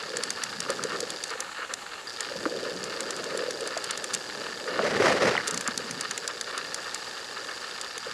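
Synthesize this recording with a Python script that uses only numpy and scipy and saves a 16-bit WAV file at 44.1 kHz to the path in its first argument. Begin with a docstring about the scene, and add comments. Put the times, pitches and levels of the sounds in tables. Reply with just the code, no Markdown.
"""Water thrums and rustles in a watertight camera housing from the start, over faint hiss and a thin high
whine. A focus motor ticks about 120 times a second and rests once; enclosed air gulps and the iris snaps.
Fronds of seaweed brush the wall, knock on it, and later one scrapes along in short strokes. Flow, brushing and
scraping are shaped noise; knocks and motor steps are damped rings; snaps and ticks are bursts of rattle through
resonances; gulps and whine are tones."""
import sys
import numpy as np
from scipy import signal
from scipy.fft import rfft, irfft, next_fast_len
from scipy.io import wavfile
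from scipy.ndimage import uniform_filter1d, map_coordinates

SR = 44100
rng = np.random.default_rng(int(sys.argv[2]) if len(sys.argv) > 2 else 0)


def output_pcm(signal):
    """Save a mono or channel-first signal as 16-bit PCM at the path in sys.argv[1].

    Samples are clipped to [-1, 1] before scaling.
    """
    pcm = np.clip(np.atleast_2d(signal).T, -1, 1) * 32767
    wavfile.write(sys.argv[1], SR, np.round(pcm).astype(np.int16))


N = 358533

# water flowing past the housing: time_s, thrum_db, rumble_db
WATER_FLOW = [(0, -46, -58), (.2, -38.5, -48.5), (.34, -50.5, -56), (.62, -47.5, -49), (.72, -41, -46),
              (.97, -39, -48), (1.2, -46.5, -59), (1.56, -57, -62), (2.22, -48.5, -71), (2.3, -44.5, -48),
              (2.56, -37, -47), (2.87, -40.5, -51.5), (3.3, -38.5, -48.5), (3.7, -40, -59),
              (3.9, -43, -54.5), (4.6, -43, -53), (4.76, -33, -43), (5.35, -43, -45), (5.9, -46.5, -47.5),
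              (6.15, -45.5, -57), (7.93, -50, -64), (8.13, -62, -57)]
# resonances of the housing wall: centre_hz, width_hz, relative_db
WALL_MODES = [(1246, 330, 5.5), (1815, 141, 4.5), (2140, 130, -4), (2840, 306, -2), (4400, 860, -1)]
# resonances of the air in the housing: centre_hz, width_hz, relative_db
AIR_MODES = [(320, 250, -0.5), (527, 193, 9.5)]
# resonances of the housing as a whole: centre_hz, width_hz, relative_db
HOUSING_MODES = [(103, 63, 0), (212.4, 134, 27)]
# spectrum of the steady noise: frequency_hz, relative_db (per Hz)
HISS_SPECTRUM = [(20, -12), (270, -12.5), (400, -22.5), (830, -0.5), (1320, -15), (2840, -10.5),
                 (4300, -12.5), (5600, -15.5), (7160, -9.5), (8300, -18), (10800, -23), (11600, -28),
                 (12700, -25), (13500, -74)]
# focus motor, one row per step of its cycle: high_ring_before_turn_db, high_ring_after_turn_db,
# low_ring_db, body_db, tick_before_turn_db, tick_after_turn_db
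MOTOR_STEPS = [(-38.5, -36, -40.5, -36.5, -46, -57), (-40, -35.5, -52, -45, -56, -48),
               (-43, -34, -48, -36.5, -47, -44), (-26, -50, -43, -78, -42, -48),
               (-39.5, -37.5, -31.5, -34.5, -44.5, -43.5), (-39, -51, -68, -51, -53, -50),
               (-34, -46, -55, -33.5, -44, -46.5), (-38, -33, -65, -66, -45, -45)]
# rings of the lens barrel (high free, high held, low, body): pitch_hz, t60_s
BARREL_RINGS = [(4770, 0.07), (4700, .009), (3640, 0.011), (1720, 0.018)]
# resonances in the tick of a step: centre_hz, width_hz, level_db
TICK_MODES = [(3830, 480, -6.5), (4390, 460, 1), (5330, 550, 1), (6740, 790, -6.5), (7960, 710, -10.5),
              (9840, 1450, -17)]
# squeezes of the enclosed air: centre_s, level_db, pitch_hz
AIR_GULPS = [(0.142, -28.5, 490), (0.191, -27.5, 517), (0.701, -21.5, 523), (0.853, -23.5, 470),
             (1.035, -25, 463), (1.358, -30.5, 494), (2.319, -28, 533), (2.36, -29, 518), (2.55, -27, 517),
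             (2.571, -29, 521), (2.635, -27, 497), (2.667, -27, 500), (3.022, -33, 513), (3.351, -22, 496),
             (3.412, -27, 503), (3.437, -23, 510), (3.464, -28, 492), (3.488, -21, 513), (3.62, -26, 484),
             (3.631, -24.5, 507), (4.687, -25.5, 442), (5.558, -34, 235), (5.776, -36, 219),
             (5.801, -28.5, 490), (5.853, -36.5, 240), (5.979, -36, 250), (7.972, -33.5, 456),
             (8.071, -28.5, 507)]
# iris snaps: time_s, level_db
IRIS_SNAPS = [(0.169, -12), (0.2354, -11), (0.304, -11.5), (0.436, -10), (.603, -11.5), (0.702, -12.5),
              (0.837, -13.5), (1.004, -13), (1.103, -14.5), (1.238, -13.5), (1.279, -28), (1.304, -22),
              (1.404, -13.5), (1.7377, -13.5), (2.206, -13.5), (2.8397, -18.5), (3.005, -15), (3.106, -16),
              (3.164, -21), (3.2407, -21), (3.374, -18), (3.5075, -16.5), (3.6075, -20.5), (3.6737, -17.5),
              (3.7749, -17.5), (3.8417, -15.5), (3.908, -11.5), (3.9751, -17.5), (4.042, -15),
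              (4.135, -14.5), (4.14, -13.5), (4.1474, -11), (5.473, -15), (5.478, -10), (5.486, -21),
              (5.509, -13.5), (5.543, -14), (5.575, -12), (5.609, -12), (5.6758, -12.5), (5.776, -10.5),
              (5.9097, -16), (6.0094, -13.5), (6.11, -14.5), (6.177, -14.5), (6.2769, -12), (6.4108, -13),
              (6.578, -16.5), (6.744, -14), (6.945, -14), (7.8126, -16.5), (7.979, -19)]
# resonances of the iris blades: centre_hz, width_hz, relative_db
BLADE_MODES = [(1690, 530, 0.5), (2560, 1400, -4.5), (3630, 430, 1.5), (4540, 480, 4), (6150, 2000, 3),
               (7440, 950, 5), (8920, 550, -0.5), (10810, 590, -5.5), (12000, 550, -19)]
# fronds brushing the wall: start_s, length_s, rustle_db, thrum_db
FROND_BRUSHES = [(.37, 0.039, -44, -48), (.69, 0.028, -33.5, -35), (.82, 0.11, -41, -55),
                 (.91, 0.047, -38.5, -44), (1.31, 0.017, -34, -44), (1.39, 0.083, -42, -48),
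                 (1.59, 0.053, -35.5, -45.5), (1.7, 0.032, -37.5, -44.5), (2.475, 0.083, -55, -39.5),
                 (2.66, 0.022, -38.5, -41), (3.0, 0.13, -41.5, -40), (3.3, 0.062, -39, -51),
                 (3.37, 0.06, -47, -35), (3.635, 0.04, -61, -35.5), (3.73, 0.055, -39.5, -58),
                 (4.68, 0.033, -37.5, -44), (4.74, 0.043, -37.5, -51), (5.44, 0.11, -37.5, -41),
                 (5.66, 0.026, -33.5, -50), (6.23, 0.023, -40, -61), (6.295, 0.0086, -33, -53),
                 (6.475, 0.026, -40, -53), (6.535, 0.048, -37.5, -48), (6.785, 0.012, -39, -45),
                 (6.855, 0.026, -39, -48), (7.365, 0.031, -38.5, -54), (7.49, 0.03, -36.5, -51),
                 (7.845, 0.0069, -40, -49), (8.06, 0.043, -40.5, -45)]
# fronds and bubbles knocking on the housing: start_s, blow_db, ring_db, ring_hz
HOUSING_KNOCKS = [(0.6623, -19, -18, 1140), (.701, -27, -13, 1270), (.708, -22, -18, 540),
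                  (0.793, -20, -11.5, 1320), (0.9195, -16, -14, 1210), (0.956, -26, -16.5, 1300),
                  (1.492, -25, -18, 1310), (2.4549, -7.5, -17, 1033), (2.4599, -8.5, -15.5, 312),
                  (2.4632, -22, -15, 500), (3.507, -17, -18, 1760), (3.7676, -18, -15.5, 650),
                  (4.678, -16, -16, 1920), (4.7922, -2, -18, 560), (4.7965, -20, -10.5, 610),
                  (4.812, -15, -18, 610), (4.851, -19, -16, 570), (4.926, -18, -24, 510),
                  (4.949, -11, -17, 437), (5.001, -12, -9, 423), (5.0687, -2, -12, 594),
                  (5.104, -26, -12, 700), (5.124, -5, -20, 1900), (5.214, -14, -26, 430),
                  (5.222, -22, -10, 534), (5.236, -20, -11, 493), (5.255, -13, -11, 1900),
                  (5.286, -19, -24, 477), (5.298, -13, -19, 1820), (5.3523, -7, -13, 830),
                  (5.355, -24, -9, 2100), (5.367, -13.5, -5, 2980), (5.3778, -34, 0, 1960),
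                  (5.401, -24, -10, 1710), (5.409, -22, -14, 2030), (5.677, -12, -18, 1290),
                  (5.684, -9, -25, 235), (8.089, -31, -24, 1280)]
# a frond dragged over the port: start_s, length_s, scrape_db, thrum_db, rumble_db
FROND_STROKES = [(4.84, 0.091, -30.5, -32, -40.5), (4.97, 0.018, -30.5, -28.5, -35),
                 (5.02, 0.057, -24.5, -25.5, -35.5), (5.1, 0.04, -25, -29, -42),
                 (5.155, .02, -31, -32.5, -37), (5.22, 0.074, -26.5, -25, -36.5),
                 (5.352, 0.013, -31, -56, -53)]
# spectrum of the scraping frond: frequency_hz, relative_db (per Hz)
FROND_SPECTRUM = [(50, -35), (110, -7), (350, -27), (600, -3), (1000, -4.5), (1320, -3), (1600, -5.5),
                  (1900, -2.5), (2400, -9.5), (3540, -15), (5350, -16), (10000, -32), (13000, -45)]

# rustle_db at the calm thrum level; dB of rustle per dB of thrum; dB of chance swell per unit of wobble
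RUSTLE_DB, CALM_THRUM_DB, RUSTLE_SHARE, SWAY_DB = -40.5, -40.5, 0.1, 1.72
HISS_DB = -46
STEP_PERIOD_S, FIRST_STEP_S, RING_CUTOFF_S = .008344, .0022, .0115
REST_START_S, REST_END_S, TURN_S = 1.31, 2.065, 3.05
RESTART_DB, RESTART_FADE_S = 9.5, .03
GULP_RISE_CYCLES, GULP_FALL_CYCLES = 1.85, 2.2
SNAP_S, CREST_DB = 0.004, 7  # length of the rattle; allowance for its peak over its rms
BRUSH_RISE_S, BRUSH_FALL_S = 0.0078, 0.013
RING_CYCLES = 16.2  # cycles until a knock's ring has lost 60 dB
STROKE_RISE_S, STROKE_FALL_S = 0.019, 0.038
BAND_LIMIT_HZ = 14255


def amp(db):
    """Definition of level: amplitude ratio from decibels."""
    return 10 ** (np.asarray(db) / 20)


def unit(x):
    """Normalisation to an rms of 1."""
    return x / np.sqrt(np.mean(x ** 2) + 1e-20)


def curves(rows):
    """Linear interpolation: one value per sample for each column after the time."""
    s, *cols = np.transpose(rows)
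    return [np.interp(np.arange(N) / SR, s, c) for c in cols]


def wobble(rate):
    """Band-limited chance: a smooth random curve with rate knots a second."""
    knots = rng.standard_normal(int(N * rate / SR) + 4)
    return map_coordinates(knots, [np.arange(N) * rate / SR])


def filtered(x, response):
    """Linear filtering: the spectrum of x times a complex response of frequency."""
    m = next_fast_len(N + SR // 2)
    return irfft(rfft(x, m) * response(np.fft.rfftfreq(m, 1 / SR)), m)[..., :N]


def modes(table):
    """Modal superposition: damped resonances added with alternating sign."""
    def response(f):
        total = 0
        for k, (centre, width, db) in enumerate(table):
            resonance = 1j * f * width / (centre * centre - f * f + 1j * f * width)
            total = total + (-1) ** k * amp(db) * resonance
        return total
    return response


def steep_modes(table):
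    """Cascaded resonance: the modes times one broad mode at their mean frequency, for steeper skirts."""
    centre = np.mean(table, 0)[0]
    broad = modes([(centre, 1.5 * centre, 0)])
    return lambda f: modes(table)(f) * broad(f)


def colour(points):
    """Spectral envelope: straight lines in dB between points on a log frequency axis."""
    f, db = np.transpose(points)
    return lambda hz: amp(np.interp(np.log(hz + 1), np.log(f + 1), db))


def eddies(response, lumpy_db, rate, grit=0, kicks_per_s=150):
    """Turbulent excitation: unit-rms filtered noise of fluctuating size; grit adds sparse single kicks."""
    kicks = grit * rng.uniform(-1.1, 1, N) * (rng.random(N) < kicks_per_s / SR)
    size = amp(lumpy_db * np.clip(wobble(rate), -3, 1.3))
    return unit(filtered((rng.standard_normal(N) + kicks) * size, response))


def swells(rows, rise_s, fall_s):
    """Energy addition: one gain per dB column; each row has a Gaussian rise, a hold and an exponential fall."""
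    t = np.arange(N) / SR

    def shape(s, length):
        before, after = np.minimum(t - s, 0), np.maximum(t - s - length, 0)
        return np.exp(-(before / rise_s) ** 2 - after / fall_s)
    return np.sqrt(sum(np.outer(amp(db), shape(s, length)) ** 2 for s, length, *db in rows))


def evened(x, size):
    """Level equalisation: x divided by its running rms over size samples."""
    return x / np.sqrt(np.abs(uniform_filter1d(x ** 2, size=size)) + 1e-12)


def thrum():
    """Cavity resonance: eddies, brushes and strokes excite the enclosed air."""
    flow_db, _ = curves(WATER_FLOW)
    _, brush = swells(FROND_BRUSHES, BRUSH_RISE_S, BRUSH_FALL_S)
    _, stroke, _ = swells(FROND_STROKES, STROKE_RISE_S, STROKE_FALL_S)
    gain = np.hypot(amp(flow_db), np.hypot(brush, stroke))
    response = lambda f: steep_modes(AIR_MODES)(f) / (1 + (f / 680) ** 6)
    return gain * eddies(response, lumpy_db=2.0, rate=76, grit=8.6, kicks_per_s=120)


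def rumble():
    """Whole-body resonance: eddies and strokes excite the housing as one."""
    _, flow_db = curves(WATER_FLOW)
    _, _, stroke = swells(FROND_STROKES, STROKE_RISE_S, STROKE_FALL_S)
    return np.hypot(amp(flow_db), stroke) * eddies(steep_modes(HOUSING_MODES), lumpy_db=3.5, rate=18)


def rustle():
    """Plate resonance under turbulence: gritty eddies excite the wall, a little more when the flow thrums."""
    thrum_db, _ = curves(WATER_FLOW)
    gain = amp(RUSTLE_DB + RUSTLE_SHARE * (thrum_db - CALM_THRUM_DB) + SWAY_DB * wobble(9))
    response = lambda f: steep_modes(WALL_MODES)(f) / (1 + (f / 5200) ** 8)
    return gain * eddies(response, lumpy_db=4, rate=140, grit=17.0, kicks_per_s=250)


def hiss():
    """Broadband noise: far water and the microphone, with a slow drift in level."""
    drift_db = .6 * wobble(3)
    return amp(HISS_DB + drift_db) * eddies(colour(HISS_SPECTRUM), lumpy_db=1, rate=60)


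def whine():
    """Frequency and amplitude modulation: a thin, slightly unsteady high tone."""
    gain = amp(-65 + 3.7 * wobble(20))
    pitch_hz = 7850 + 4 * wobble(20)
    return gain * np.sin(2 * np.pi * np.cumsum(pitch_hz) / SR)


def focus():
    """Periodic impulsive excitation: motor steps ring the barrel and tick; the cycle changes as the drive turns."""
    s = np.arange(FIRST_STEP_S, N / SR, STEP_PERIOD_S)
    t = np.arange(SR // 10) / SR
    number = np.arange(len(s))
    db = np.array(MOTOR_STEPS)[number % len(MOTOR_STEPS)]
    db = db + 1.3 * rng.standard_normal(db.shape)
    # steps close to the end of the rest hit harder
    db += RESTART_DB * np.exp(-np.abs(s - REST_END_S) / RESTART_FADE_S)[:, None]
    play_s = .000025 * rng.standard_normal(len(s))  # slack in the gears scatters each step in time
    at = ((s + play_s) * SR).astype(int)
    running = (s < REST_START_S) | (s > REST_END_S)

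    def train(level_db):
        return np.bincount(at, amp(level_db) * running, N)[:N]

    early_ring, late_ring, low, body, early_tick, late_tick = db.T
    high = np.where(s < TURN_S, early_ring, late_ring)
    free = number % 4 == 0  # every fourth step rings on until the next one has landed
    levels = [np.where(free, high, -120), np.where(free, -120, high), low, body]
    rings = np.zeros(N)
    for level, (hz, t60) in zip(levels, BARREL_RINGS):
        ring = (t < RING_CUTOFF_S) * amp(-60 * t / t60) * np.sin(2 * np.pi * hz * t)
        rings += signal.fftconvolve(train(level), ring)[:N]

    tick = np.exp(-((t - .0008) / .0014) ** 2)
    whirr = amp(-15 - 60 * t / 0.16)  # the gears run on between the steps
    tick_db = np.where(s < TURN_S, early_tick, late_tick)
    gate = signal.fftconvolve(train(tick_db), tick + whirr)[:N]
    rattle = filtered(rng.standard_normal(N), modes(TICK_MODES))
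    return rings + gate * evened(rattle, 100)  # even over about 2.3 ms, so chance adds little to a tick's level


def gulps():
    """Enclosed-air oscillation: squeezed air sings for a few cycles, a soft swell of one tone without a blow."""
    out, t = np.zeros(N), np.arange(N) / SR
    for s, db, hz in AIR_GULPS:
        near = slice(round((s - .05) * SR), round((s + .08) * SR))
        cycle = (t[near] - s) * hz
        spread = np.where(cycle < 0, GULP_RISE_CYCLES, GULP_FALL_CYCLES)
        out[near] += amp(db) * np.exp(-(cycle / spread) ** 2) * np.sin(2 * np.pi * cycle)
    return out


def iris():
    """Modal response to impacts: a few milliseconds of quick uneven impacts ring the blades."""
    gate, t = np.zeros(N + SR), np.arange(SR // 20) / SR
    rise = np.minimum(t / .0007, 1)
    # slow fall during the rattle, then a sudden drop and a faster fall
    fall_db = -9 * t / SNAP_S - 600 * np.maximum(t - SNAP_S, 0) - 7 * (t > SNAP_S)
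    for s, db in IRIS_SNAPS:
        gate[round((s - .0004) * SR):][:len(t)] += amp(db - CREST_DB) * rise * amp(fall_db)
    impacts = rng.standard_normal(N) * amp(3 * wobble(1500))
    impacts = evened(impacts, 70)  # even over about 1.6 ms, so chance adds little to a snap's level
    blades = modes(BLADE_MODES)
    return filtered(gate[:N] * impacts, blades) / np.std(filtered(impacts, blades))


def brushes():
    """Plate resonance under friction: brushing fronds excite the wall, with less treble than the rustle."""
    gain, _ = swells(FROND_BRUSHES, BRUSH_RISE_S, BRUSH_FALL_S)
    response = lambda f: steep_modes(WALL_MODES)(f) / (1 + (f / 3000) ** 4)
    return gain * eddies(response, lumpy_db=2.5, rate=120, grit=11.3, kicks_per_s=270)


def knocks():
    """Impact and free vibration: a sharp, short blow on the wall together with one damped ring."""
    out, t = np.zeros(N + SR), np.arange(SR // 8) / SR
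    for s, blow_db, ring_db, hz in HOUSING_KNOCKS:
        ring_decay = amp(ring_db - 60 * t * hz / RING_CYCLES)
        ring = ring_decay * (1 - np.exp(-t / 0.0012)) * np.sin(2 * np.pi * hz * t)
        blow_decay = amp(blow_db - 60 * t / 0.0048)
        blow = -blow_decay * (1 - np.exp(-t / 0.0003)) * np.sin(2 * np.pi * 1350 * t)
        out[round(s * SR):][:len(t)] += ring + blow
    return out[:N]


def scrape():
    """Stick-slip friction: rough, kicked noise of a wet frond, heard only around its strokes."""
    gain, _, _ = swells(FROND_STROKES, STROKE_RISE_S, STROKE_FALL_S)
    return gain * eddies(colour(FROND_SPECTRUM), lumpy_db=3.0, rate=120, grit=10.3, kicks_per_s=300)


def scene():
    """Superposition: the sounds of all sources add into one channel."""
    water = thrum() + rumble() + rustle()
    background = hiss() + whine()
    mechanism = focus() + iris()
    fronds = brushes() + knocks() + scrape()
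    return (water + background + mechanism + gulps() + fronds)[None]


def record(dry):
    """Band limitation: the microphone loses deep bass and top treble; the camera keeps nothing above its limit."""
    def response(hz):
        bass_loss = (1j * hz / (45 + 1j * hz)) ** 2
        treble_loss = 1 / (1 + (hz / 13300) ** 40)
        return (hz < BAND_LIMIT_HZ) * bass_loss * treble_loss
    return filtered(dry, response)


dry = scene()
out = record(dry)
output_pcm(out)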